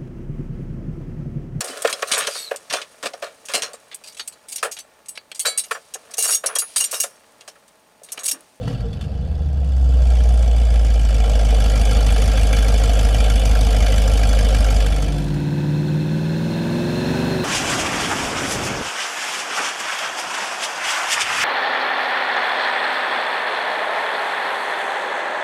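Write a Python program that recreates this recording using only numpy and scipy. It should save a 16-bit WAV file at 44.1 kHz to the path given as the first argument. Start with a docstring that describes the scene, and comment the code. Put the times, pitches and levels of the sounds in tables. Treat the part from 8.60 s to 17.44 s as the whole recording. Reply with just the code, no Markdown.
"""A V8 with an open dual exhaust, heard from close behind: it drops from a blip with pops and hoots, then settles into a
booming, raspy idle. This fades into the same engine at full throttle on a dynamometer in a workshop, climbing in
speed until the revs begin to fall. Tones locked to the engine cycle make boom and drone; puffs of gas, as filtered
noise, make burble, bark, rasp, hiss and roar."""
import sys
import numpy as np
from scipy import signal
from scipy.fft import rfft, irfft, next_fast_len
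from scipy.io import wavfile
from scipy.ndimage import uniform_filter1d, map_coordinates

SR = 44100
rng = np.random.default_rng(int(sys.argv[2]) if len(sys.argv) > 2 else 0)


def unload_wav(signal):
    """Save mono or channel-first audio to the path in sys.argv[1] as 16-bit WAV at rate SR, clipped to [-1, 1]."""
    wavfile.write(
        sys.argv[1],
        SR,
        np.round(np.clip(np.atleast_2d(signal).T, -1, 1) * 32767).astype(np.int16),
    )


N = 389844

# puff strength of each cylinder in firing order, before contrast: relative_db
CYLINDER_PUFFS = [-3.5, -0.5, -2, -3, 0, -2, -1.5, -0.57]
# ringing of the steel pipes: centre_hz, width_hz, relative_db
STEEL_MODES = [(1180, 146, -4.5), (1362, 50, 3.5), (1633, 122, 0), (1985, 70, -3.5), (2182, 90, -1),
               (2399, 94, 1.5), (2635, 124, -3), (3010, 167, 1.5), (3445, 135, 1), (3845, 150, -7),
               (4486, 200, -4)]
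# colour of the jet's hiss: freq_hz, relative_db
HISS_COLOUR = [(3600, -41), (4800, 1), (5500, -1), (6100, -1), (7000, -4.5), (7450, -2.5), (7900, -6.5),
               (9500, -5), (11000, -10.5), (13000, -17), (15100, -24), (15600, -62)]
# a slow jet leaves the pipes' middle resonances weaker: freq_hz, relative_db
SLOW_JET_COLOUR = [(1650, 0.5), (1800, -5), (1950, 2), (2150, -6.5), (2420, -4.5), (2650, 2.5),
                   (3100, -2.5), (3550, 0.5), (4500, 1.5), (4950, 7), (5600, 1)]
# hollow ring of the tailpipes: freq_hz, relative_db
HOLLOW_COLOUR = [(50, -17), (115, 15), (160, 13.5), (220, -9), (255, -13), (276, 2.5), (300, -23),
                 (400, -10), (490, -2.5), (580, -19), (1000, -23), (1800, -27), (3000, -52), (8000, -68)]


def idle():
    """The pipe booms at the firing rate; each puff burbles, barks, rasps and hisses on its way out."""
    # gas jet strength against the settled idle: time_s, level_db
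    jet_strength = [(0, -15.5), (.3, -22), (.95, -22), (1.25, -16.5), (1.55, -9.5), (2.1, -8.5), (2.6, -5),
                    (3.3, 0)]
    # idle speed beneath the blip, hunting a little: time_s, firings_per_s
    idle_speed = [(1.4, 47.54), (2, 50.92), (2.5, 49.39), (3.1, 50.16), (4.1, 51.35), (4.7, 51.61),
                  (5.2, 50.96), (5.5, 51.52), (6.2, 50.16)]
    blip_hz, run_down_s, first_firing = 69, 0.851, 1.17
    t = np.arange(N) / SR
    jet_db, = curves(jet_strength)
    # the fuel comes back and the engine catches
    caught = ramp(start_s=0.61, length_s=0.62)
    # the blip's surplus of firings dies away exponentially
    rate = curves(idle_speed)[0] + blip_hz * np.exp(-t / run_down_s)
    firings = first_firing + np.cumsum(rate) / SR
    cycles = firings / len(CYLINDER_PUFFS)
    outflow = firings - 0.17
    flow = puffs(outflow, rise_s=0.0037, decay_s=0.0049, contrast=0.46, steady=0.96)
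    low = boom(rate, cycles, jet_db, caught) + lope(firings, rate, jet_db) + stumble(cycles) + thuds()
    puffing = burble(flow, cycles, jet_db) + bark(outflow, cycles)
    # the strongest puffs tear into a jet
    spit = spits()
    jetting = rasp(outflow, cycles, spit, jet_db) + hiss(outflow, spit, jet_db, caught)
    return low + thrum(flow) + puffing + jetting


def boom(rate, cycles, jet_db, caught):
    """Firing rate and overtones, loudest where the firing rate meets the pipe resonance."""
    # boom partials: multiple_of_cycle_rate, relative_db
    partials = [(8, 0.5), (16, -17.5), (32, -27)]
    # pipe resonance: firing_rate_hz, gain_db
    resonance = [(51, -0.5), (54, -0.5), (59, 0.8), (66, -0.5), (77, -1), (110, -15)]
    overrun_db, caught_db, overtone_db_per_jet_db = -25, -12.5, 0.99
    tone = np.zeros(N)
    for k, db in partials:
        growth_db = overtone_db_per_jet_db * jet_db * (k > len(CYLINDER_PUFFS))
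        tone += amp(db + growth_db + 0.15 * wobble(13)) * np.cos(2 * np.pi * k * cycles)
    level_db = overrun_db + (caught_db - overrun_db) * caught
    return amp(level_db) * along(resonance, rate) * unit(tone)


def lope(firings, rate, jet_db):
    """Each bank fires unevenly, so the pipes' low resonances throb in turn, once every engine cycle."""
    # throbs: place_in_cycle_firings, length_firings, resonance_hz, level_db
    throbs = [(7.15, 3.1, 74, -17), (0.45, 1.6, 110, -37), (7.47, 1.27, 210, -29.5),
              (0.468, 1.43, 267, -29), (4.7, 2.03, 270, -32), (3.67, 2.5, 142, -30.5)]
    count = len(CYLINDER_PUFFS)
    total = np.zeros(N)
    for place, length, hz, db in throbs:
        offset = (firings - place + count / 2) % count - count / 2
        envelope = amp(db + 0.83 * wobble(6.6)) * swell(offset, length)
        total += envelope * np.cos(2 * np.pi * hz * offset / rate + 0.2 * wobble(12))
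    return amp(jet_db) * total


def stumble(cycles):
    """Around the catch a lower order swells and beats against the boom."""
    order, middle_s, length_s, level_db = 6, 0.67, 0.72, -23.5
    t = np.arange(N) / SR
    return amp(level_db) * swell(t - middle_s, length_s) * np.cos(2 * np.pi * order * cycles)


def thuds():
    """Uneven low thudding: steady noise in a low band."""
    # thud colour: freq_hz, relative_db
    thud_colour = [(12, -19), (30, -11), (52, -2), (69, -2.5), (100, -12.5), (160, -36), (300, -77)]
    return amp(-32) * coloured(rng.standard_normal(N), thud_colour)


def burble(flow, cycles, jet_db):
    """Puffs modulate a ripple that largely repeats every engine cycle, coloured by the tailpipe."""
    # burble colour: freq_hz, relative_db
    burble_colour = [(60, -28.5), (95, 2.5), (122, 0), (150, -1), (175, 0), (203, 3), (228, -7.5),
                     (265, -3.5), (300, -10), (335, -13), (385, -16), (600, -54.5)]
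    settled_db, db_per_jet_db = -30.5, 0.36
    ripple = gas(cycles + 0.001 * wobble(8), repeat=0.92)
    return amp(settled_db + db_per_jet_db * jet_db) * coloured(flow * ripple, burble_colour)


def bark(outflow, cycles):
    """Longer puffs excite the middle tailpipe resonances; the level opens up as the idle settles."""
    # bark colour: freq_hz, relative_db
    bark_colour = [(300, -40.5), (400, -13.5), (440, 0.5), (470, 4), (500, -4.5), (530, 5), (570, -9),
                   (612, 4), (650, -2.5), (700, 2), (750, -2), (810, -4), (900, -15), (1100, -17.5),
                   (1800, -47.5)]
    # bark level: time_s, level_db
    bark_level = [(0, -43), (.3, -47.5), (.95, -44), (1.25, -41.5), (1.55, -34.5), (2.52, -34.5),
                  (2.7, -29.5), (6.2, -28.5)]
    lumps = puffs(outflow, rise_s=0.002, decay_s=0.0096, contrast=0.55, steady=0.75)
    ripple = gas(cycles + 0.0012 * wobble(8), repeat=0.41)
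    return amp(curves(bark_level)[0]) * coloured(lumps * ripple, bark_colour)


def spits():
    """Gain of the hard puffs that spit out of the idle."""
    # spits: time_s (4 ms before the middle), extra_db
    spit_times = [(2.134, 3), (2.728, 1), (3.312, 0), (3.651, 1.5), (3.929, 2.5), (3.967, 4), (4.24, 0.5),
                  (4.639, 1), (4.699, 0.5), (5.789, 0.5), (5.887, 0.5), (5.947, 2), (6.263, 2.5)]
    t = np.arange(N) / SR
    return amp(sum(db * swell(t - s - 0.004, 0.032) for s, db in spit_times))


def rasp(outflow, cycles, spit, jet_db):
    """The pulsing jet rings the steel; a slow jet leaves the middle modes weaker."""
    settled_db, db_per_jet_db = -32, 1
    jet = puffs(outflow, rise_s=0.0026, decay_s=0.0084, contrast=2.1, steady=0.33)
    jet *= amp(0.6 * wobble(18))
    ringing = steel(spit * jet * gas(cycles, repeat=0.3, size=8192), STEEL_MODES)
    full = churned(ringing, depth_db=4.5, size=512)
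    slow = filtered(full, lambda hz: along(SLOW_JET_COLOUR, hz))
    fast = np.interp(jet_db, [-17, -9], [0, 1])
    return amp(settled_db + db_per_jet_db * jet_db) * (fast * full + (1 - fast) * slow)


def hiss(outflow, spit, jet_db, caught):
    """Jet turbulence at the tips: pulsed noise, duller in a slow jet and duller still on the overrun."""
    settled_db, db_per_jet_db = -36.5, 1.03
    # freq_hz, gain_db
    slow_colour = [(6000, -2.5), (8200, -0.5), (11000, -6.5), (15000, -3)]
    overrun_colour = [(5200, -2.5), (7000, -6.5)]
    spray = puffs(outflow, rise_s=0.003, decay_s=0.0062, contrast=3.2, steady=0.18)
    spray *= amp(0.31 * wobble(14))
    full = churned(coloured(spit * spray * rng.standard_normal(N), HISS_COLOUR), depth_db=6.5, size=512)
    slow = unit(filtered(full, lambda hz: along(slow_colour, hz)))
    speed = np.interp(jet_db, [-9, 0], [0, 1])
    mixed = speed * full + (1 - speed) * slow
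    dull = filtered(mixed, lambda hz: along(overrun_colour, hz))
    return amp(settled_db + db_per_jet_db * jet_db) * (caught * mixed + (1 - caught) * dull)


def thrum(flow):
    """During the run-down the puffs keep the hollow tailpipes thrumming."""
    fade = 1 - ramp(start_s=1.382, length_s=0.55)
    return amp(-32.5) * fade * coloured(flow * rng.standard_normal(N), HOLLOW_COLOUR)


def pops():
    """Unburnt fuel goes off in the pipes: a pressure kick and its blast, a short crack, a ping of the steel."""
    # overrun pops: start_s, level_db, thump_relative_db, ring_hz
    pop_list = [(0.0777, -28, 9.5, 2945), (0.1066, -39, 7, 2945), (0.1275, -36, 4, 2920),
                (0.205, -34.5, 0, 4500), (0.33, -33.5, -11, 3450), (.41, -27.5, -11, 3490),
                (.44, -37, -8, 2783), (.742, -49, -3, 3300)]
    # blast colour: freq_hz, relative_db
    blast_colour = [(300, -23), (510, 2), (620, 4), (1000, -3), (1400, -15), (1950, -3), (2400, -37.5)]
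    t = np.arange(SR // 5) / SR
    crack, blast, kicks, ping = np.zeros((4, N))
    for start_s, db, thump_db, ring_hz in pop_list:
        at = round(start_s * SR)
        # each decay: 60 dB in the given seconds
        ping_envelope = amp(db - 6.5 - 60 * t / 0.065) * (1 - np.exp(-t / 0.002))
        ping[at:][:len(t)] += ping_envelope * np.sin(2 * np.pi * ring_hz * t)
        crack[at:][:len(t)] += amp(db - 60 * t / 0.097) * (1 - np.exp(-t / 0.00041))
        blast[at:][:len(t)] += amp(db + thump_db - 60 * t / 0.068)
        kicks[at] = amp(db + thump_db)
    steel_noise, hiss_noise, blast_noise = rng.standard_normal((3, N))
    sharp = amp(-10) * coloured(steel(steel_noise, STEEL_MODES), SLOW_JET_COLOUR)
    sharp += amp(-17) * coloured(hiss_noise, HISS_COLOUR)
    thump = coloured(kicks, HOLLOW_COLOUR)
    thump *= kicks.max() / np.abs(thump).max()
    return crack * sharp + ping + amp(-11) * blast * coloured(blast_noise, blast_colour) + amp(2.5) * thump


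def hoots():
    """Gas blows the tailpipes into short, wavering tones."""
    # hoots: middle_s, length_s, pitch_hz, level_db
    hoot_list = [(0.004, 0.056, 510, -28.5), (0.093, 0.28, 272.4, -34.5), (.1, 0.057, 490, -32.5),
                 (0.154, 0.28, 115.4, -26.5), (0.233, 0.18, 55, -23), (0.262, 0.063, 460, -30.5),
                 (1.288, 0.35, 273, -40)]
    t = np.arange(N) / SR
    total = np.zeros(N)
    for middle_s, length_s, pitch_hz, db in hoot_list:
        tone = np.sin(2 * np.pi * pitch_hz * t + 0.48 * wobble(34))
        total += amp(db) * swell(t - middle_s, length_s) * tone
    return total


def pull():
    """Under load the exhaust orders stand out over a roar of gas and ringing pipes."""
    # engine speed: time_s, four_stroke_cycles_per_s
    revs = [(6.5, 18.26), (7, 18.41), (7.3, 18.92), (7.6, 19.76), (8, 20.89), (8.2, 21.74), (8.35, 22.49),
            (8.6, 24.04), (8.66, 24.55), (8.72, 24.16), (8.84, 22.4)]
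    rate, = curves(revs)
    # the gas flow builds up
    build = ramp(start_s=7.5, length_s=1.06)
    cycles = np.cumsum(rate) / SR + 0.001 * wobble(25)
    firings = cycles * len(CYLINDER_PUFFS)
    flow = puffs(firings, rise_s=0.00064, decay_s=0.0097, contrast=0.6, steady=0.62)
    tones = drone(rate, cycles, build) + blare(cycles, build)
    return tones + roar(flow, cycles, build) + buzz(firings, cycles, build) + rush(flow, build) + rumble()


def drone(rate, cycles, build):
    """Low exhaust orders sweep through the room's standing waves; total power is levelled."""
    # orders from the third multiple of cycle rate up: low_revs_relative_db, high_revs_relative_db
    loaded_orders = [(-46, -35), (-40, -53), (-44, -31), (-36.5, -39.5), (-50, -34), (-31.5, -35.5),
                     (-41, -37), (-36.5, -29.5), (-27.5, -34), (-49.5, -38), (-48, -27.5), (-41.5, -33),
                     (-34, -41), (-27.5, -23.5), (-49, -40), (-36, -42), (-34.5, -39), (-44, -31),
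                     (-52, -45), (-51, -39), (-51, -41), (-42, -36), (-44, -42), (-46, -47), (-44.5, -33),
                     (-41.5, -38)]
    # workshop standing waves: freq_hz, gain_db
    shop_modes = [(55, -5), (90, 5.5), (120, 0.5), (136, 5.5), (155, 14), (172, 8.5), (195, -4.5), (240, 5),
                  (265, 3), (320, -7.5), (345, 0), (375, -1.5), (430, -8), (560, 0), (780, -15)]
    start_db, gain_db = -20, 0.35
    # swell as the firing rate crosses the main standing wave
    swell_cycles_per_s, swell_width_cycles_per_s, swell_db = 19.14, 0.63, 2.5
    climb = (rate - rate.min()) / np.ptp(rate)
    total, power = np.zeros(N), np.zeros(N)
    for k, (low_db, high_db) in enumerate(loaded_orders, 3):
        gain = amp(low_db + climb * (high_db - low_db)) * along(shop_modes, k * rate)
        total += gain * amp(1.53 * wobble(20)) * order_tone(k, cycles)
        power += gain ** 2 / 2
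    crossing = np.exp(-((rate - swell_cycles_per_s) / swell_width_cycles_per_s) ** 2)
    level_db = start_db + gain_db * build + swell_db * crossing
    return amp(level_db) * total / np.sqrt(power)


def blare(cycles, build):
    """The upper orders, each fluttering, swelling and sinking at random."""
    # blare colour: freq_hz, relative_db
    blare_colour = [(520, 0), (640, -1), (730, -3), (820, 1), (920, 2.5), (1020, -2.5), (1120, -14),
                    (1350, -16)]
    start_db, gain_db = -44, 10.5
    orders = sum(amp(3.5 * wobble(6) + 3 * wobble(45)) * order_tone(k, cycles) for k in range(29, 57))
    return amp(start_db + gain_db * build) * coloured(orders, blare_colour)


def order_tone(k, cycles):
    """A tone at k times the cycle rate, in random phase."""
    return np.cos(2 * np.pi * (k * cycles + rng.random()))


def roar(flow, cycles, build):
    """Puffs modulate a half-repeating gas ripple, coloured by the exhaust and churned."""
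    # roar colour: freq_hz, relative_db
    roar_colour = [(45, -29), (90, 0.5), (300, -1), (450, -3), (550, 0.5), (750, -5), (950, -7),
                   (1130, -12.5), (1350, -11), (1540, -5.5), (1800, -9), (2050, -11.5), (2450, -15),
                   (2700, -11), (3000, -16), (3300, -13), (3900, -13.5), (4200, -12), (4700, -22.5),
                   (7000, -58)]
    start_db, gain_db = -36, 6.5
    ripple = gas(cycles + 0.0015 * wobble(22), repeat=0.55)
    return amp(start_db + gain_db * build) * churned(coloured(flow * ripple, roar_colour), depth_db=3, size=256)


def buzz(firings, cycles, build):
    """The steep front of each puff makes the hot steel buzz."""
    # hot pipe modes: centre_hz, width_hz, relative_db
    hot_modes = [(1523, 70, -0.5), (1724, 64, -1.5), (2580, 75, -1.5), (2694, 61, -8), (3576, 54, -8),
                 (4183, 95, -2), (5350, 40, -11)]
    start_db, gain_db = -44, 8
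    fronts = puffs(firings, rise_s=0.0003, decay_s=0.0016, contrast=1.6, steady=0.08)
    ringing = steel(fronts * gas(cycles, repeat=0.45), hot_modes)
    return amp(start_db + gain_db * build) * churned(ringing, depth_db=4, size=1024)


def rush(flow, build):
    """High gas noise pulsed by the puffs."""
    # rush colour: freq_hz, relative_db
    rush_colour = [(3800, -37), (5100, -1), (5700, -2), (7300, -5), (7700, -8.5), (8600, -7), (9700, -8.5),
                   (10500, -13.5), (13000, -12.5), (15700, -19)]
    start_db, gain_db = -50.5, 6.5
    return amp(start_db + gain_db * build) * coloured(flow * rng.standard_normal(N), rush_colour)


def rumble():
    """Steady low noise beneath the pull."""
    return amp(-52) * coloured(rng.standard_normal(N), [(10, -10), (45, -11), (90, -1), (250, -38)])


def puffs(firings, rise_s, decay_s, contrast, steady):
    """Gas flow at rms 1: one puff a firing, of its cylinder's strength with random scatter, on a steady flow."""
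    at = np.flatnonzero(np.diff(np.floor(firings)))
    cylinder = np.floor(firings[at + 1]).astype(int) % len(CYLINDER_PUFFS)
    scatter_db = rng.uniform(-1.6, 1.6, len(at))
    kicks = np.zeros(N)
    kicks[at] = amp(contrast * np.array(CYLINDER_PUFFS)[cylinder] + scatter_db)
    t = np.arange(SR // 10) / SR
    shape = (1 - np.exp(-(t / rise_s) ** 2)) * np.exp(-t / decay_s)
    return unit(signal.oaconvolve(kicks, shape / shape.max())[:N] + steady)


def gas(cycles, repeat, size=2048):
    """White pressure ripple; the power share `repeat` comes back every engine cycle and splits into orders."""
    pattern = rng.standard_normal(size)
    locked = np.interp(cycles * size, np.arange(size), pattern, period=size)
    locked *= np.sqrt(size * np.gradient(cycles))
    share = np.clip(repeat, 0, 1)
    return np.sqrt(share) * locked + np.sqrt(1 - share) * rng.standard_normal(N)


def steel(x, modes):
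    """x rings the pipes: parallel resonances of alternating sign."""
    def ring(f):
        total = 0
        for k, (centre, width, db) in enumerate(modes):
            damping = 1j * f * width
            total = total + (-1) ** k * amp(db) * damping / (centre * centre - f * f + damping)
        return total
    return filtered(x, ring)


def churned(x, depth_db, size):
    """Turbulence feeds each resonance unevenly: patches of random gain in time and pitch, at rms 1."""
    z = signal.stft(x, nperseg=size)[2]
    field = uniform_filter1d(rng.standard_normal(z.shape), size=3, axis=0)
    field = uniform_filter1d(field, size=3, axis=1)
    gain = amp(depth_db * np.tanh(unit(field)))
    return unit(signal.istft(z * gain, nperseg=size)[1][:N])


def coloured(x, points, size=8192):
    """x through a causal minimum-phase filter of the given colour, at rms 1."""
    cepstrum = irfft(np.log(along(points, np.fft.rfftfreq(size, 1 / SR))))
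    cepstrum[1:size // 2] *= 2
    cepstrum[size // 2 + 1:] = 0
    return unit(signal.oaconvolve(x, irfft(np.exp(rfft(cepstrum))))[:N])


def filtered(x, response):
    """x times a response of frequency."""
    m = next_fast_len(N + SR // 2, True)
    return irfft(rfft(x, m) * response(np.fft.rfftfreq(m, 1 / SR)), m)[:N]


def along(points, hz):
    """Gain of (Hz, dB) points on a log axis."""
    f, db = np.transpose(points)
    return amp(np.interp(np.log(hz + 1), np.log(f + 1), db))


def curves(rows):
    """One value per sample for each column after the time."""
    s, *cols = np.transpose(rows)
    return [np.interp(np.arange(N) / SR, s, c) for c in cols]


def wobble(rate):
    """A smooth random curve, rate knots a second."""
    steps = np.arange(0, N + 64, 64)
    slow = map_coordinates(rng.standard_normal(int(N * rate / SR) + 4), [steps * rate / SR])
    return np.interp(np.arange(N), steps, slow)


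def ramp(start_s, length_s):
    """A straight rise from 0 to 1."""
    return np.clip((np.arange(N) / SR - start_s) / length_s, 0, 1)


def swell(offset, length):
    """A rounded hump of height 1 around offset 0."""
    return np.cos(np.pi * np.clip(offset / length, -0.5, 0.5))


def amp(db):
    """Decibels to gain."""
    return 10 ** (np.asarray(db) / 20)


def unit(x):
    """x at rms 1."""
    return x / np.sqrt(np.mean(x ** 2) + 1e-20)


def scene():
    """The idle outdoors dissolves into the pull indoors."""
    # time_s, gain
    leaving, = curves([(6.12, 1), (6.4, 0.62), (6.65, 0.25), (6.9, 0)])
    arriving, = curves([(6.1, 0.056), (6.35, 0.25), (6.6, 0.65), (6.85, 0.86)])
    return (leaving * (idle() + pops() + hoots()) + arriving * pull())[None]


def record(dry):
    """A sharp band limit cuts everything from 15750 Hz up."""
    return filtered(dry[0], lambda hz: hz < 15750)[None]


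dry = scene()
out = record(dry)
unload_wav(out)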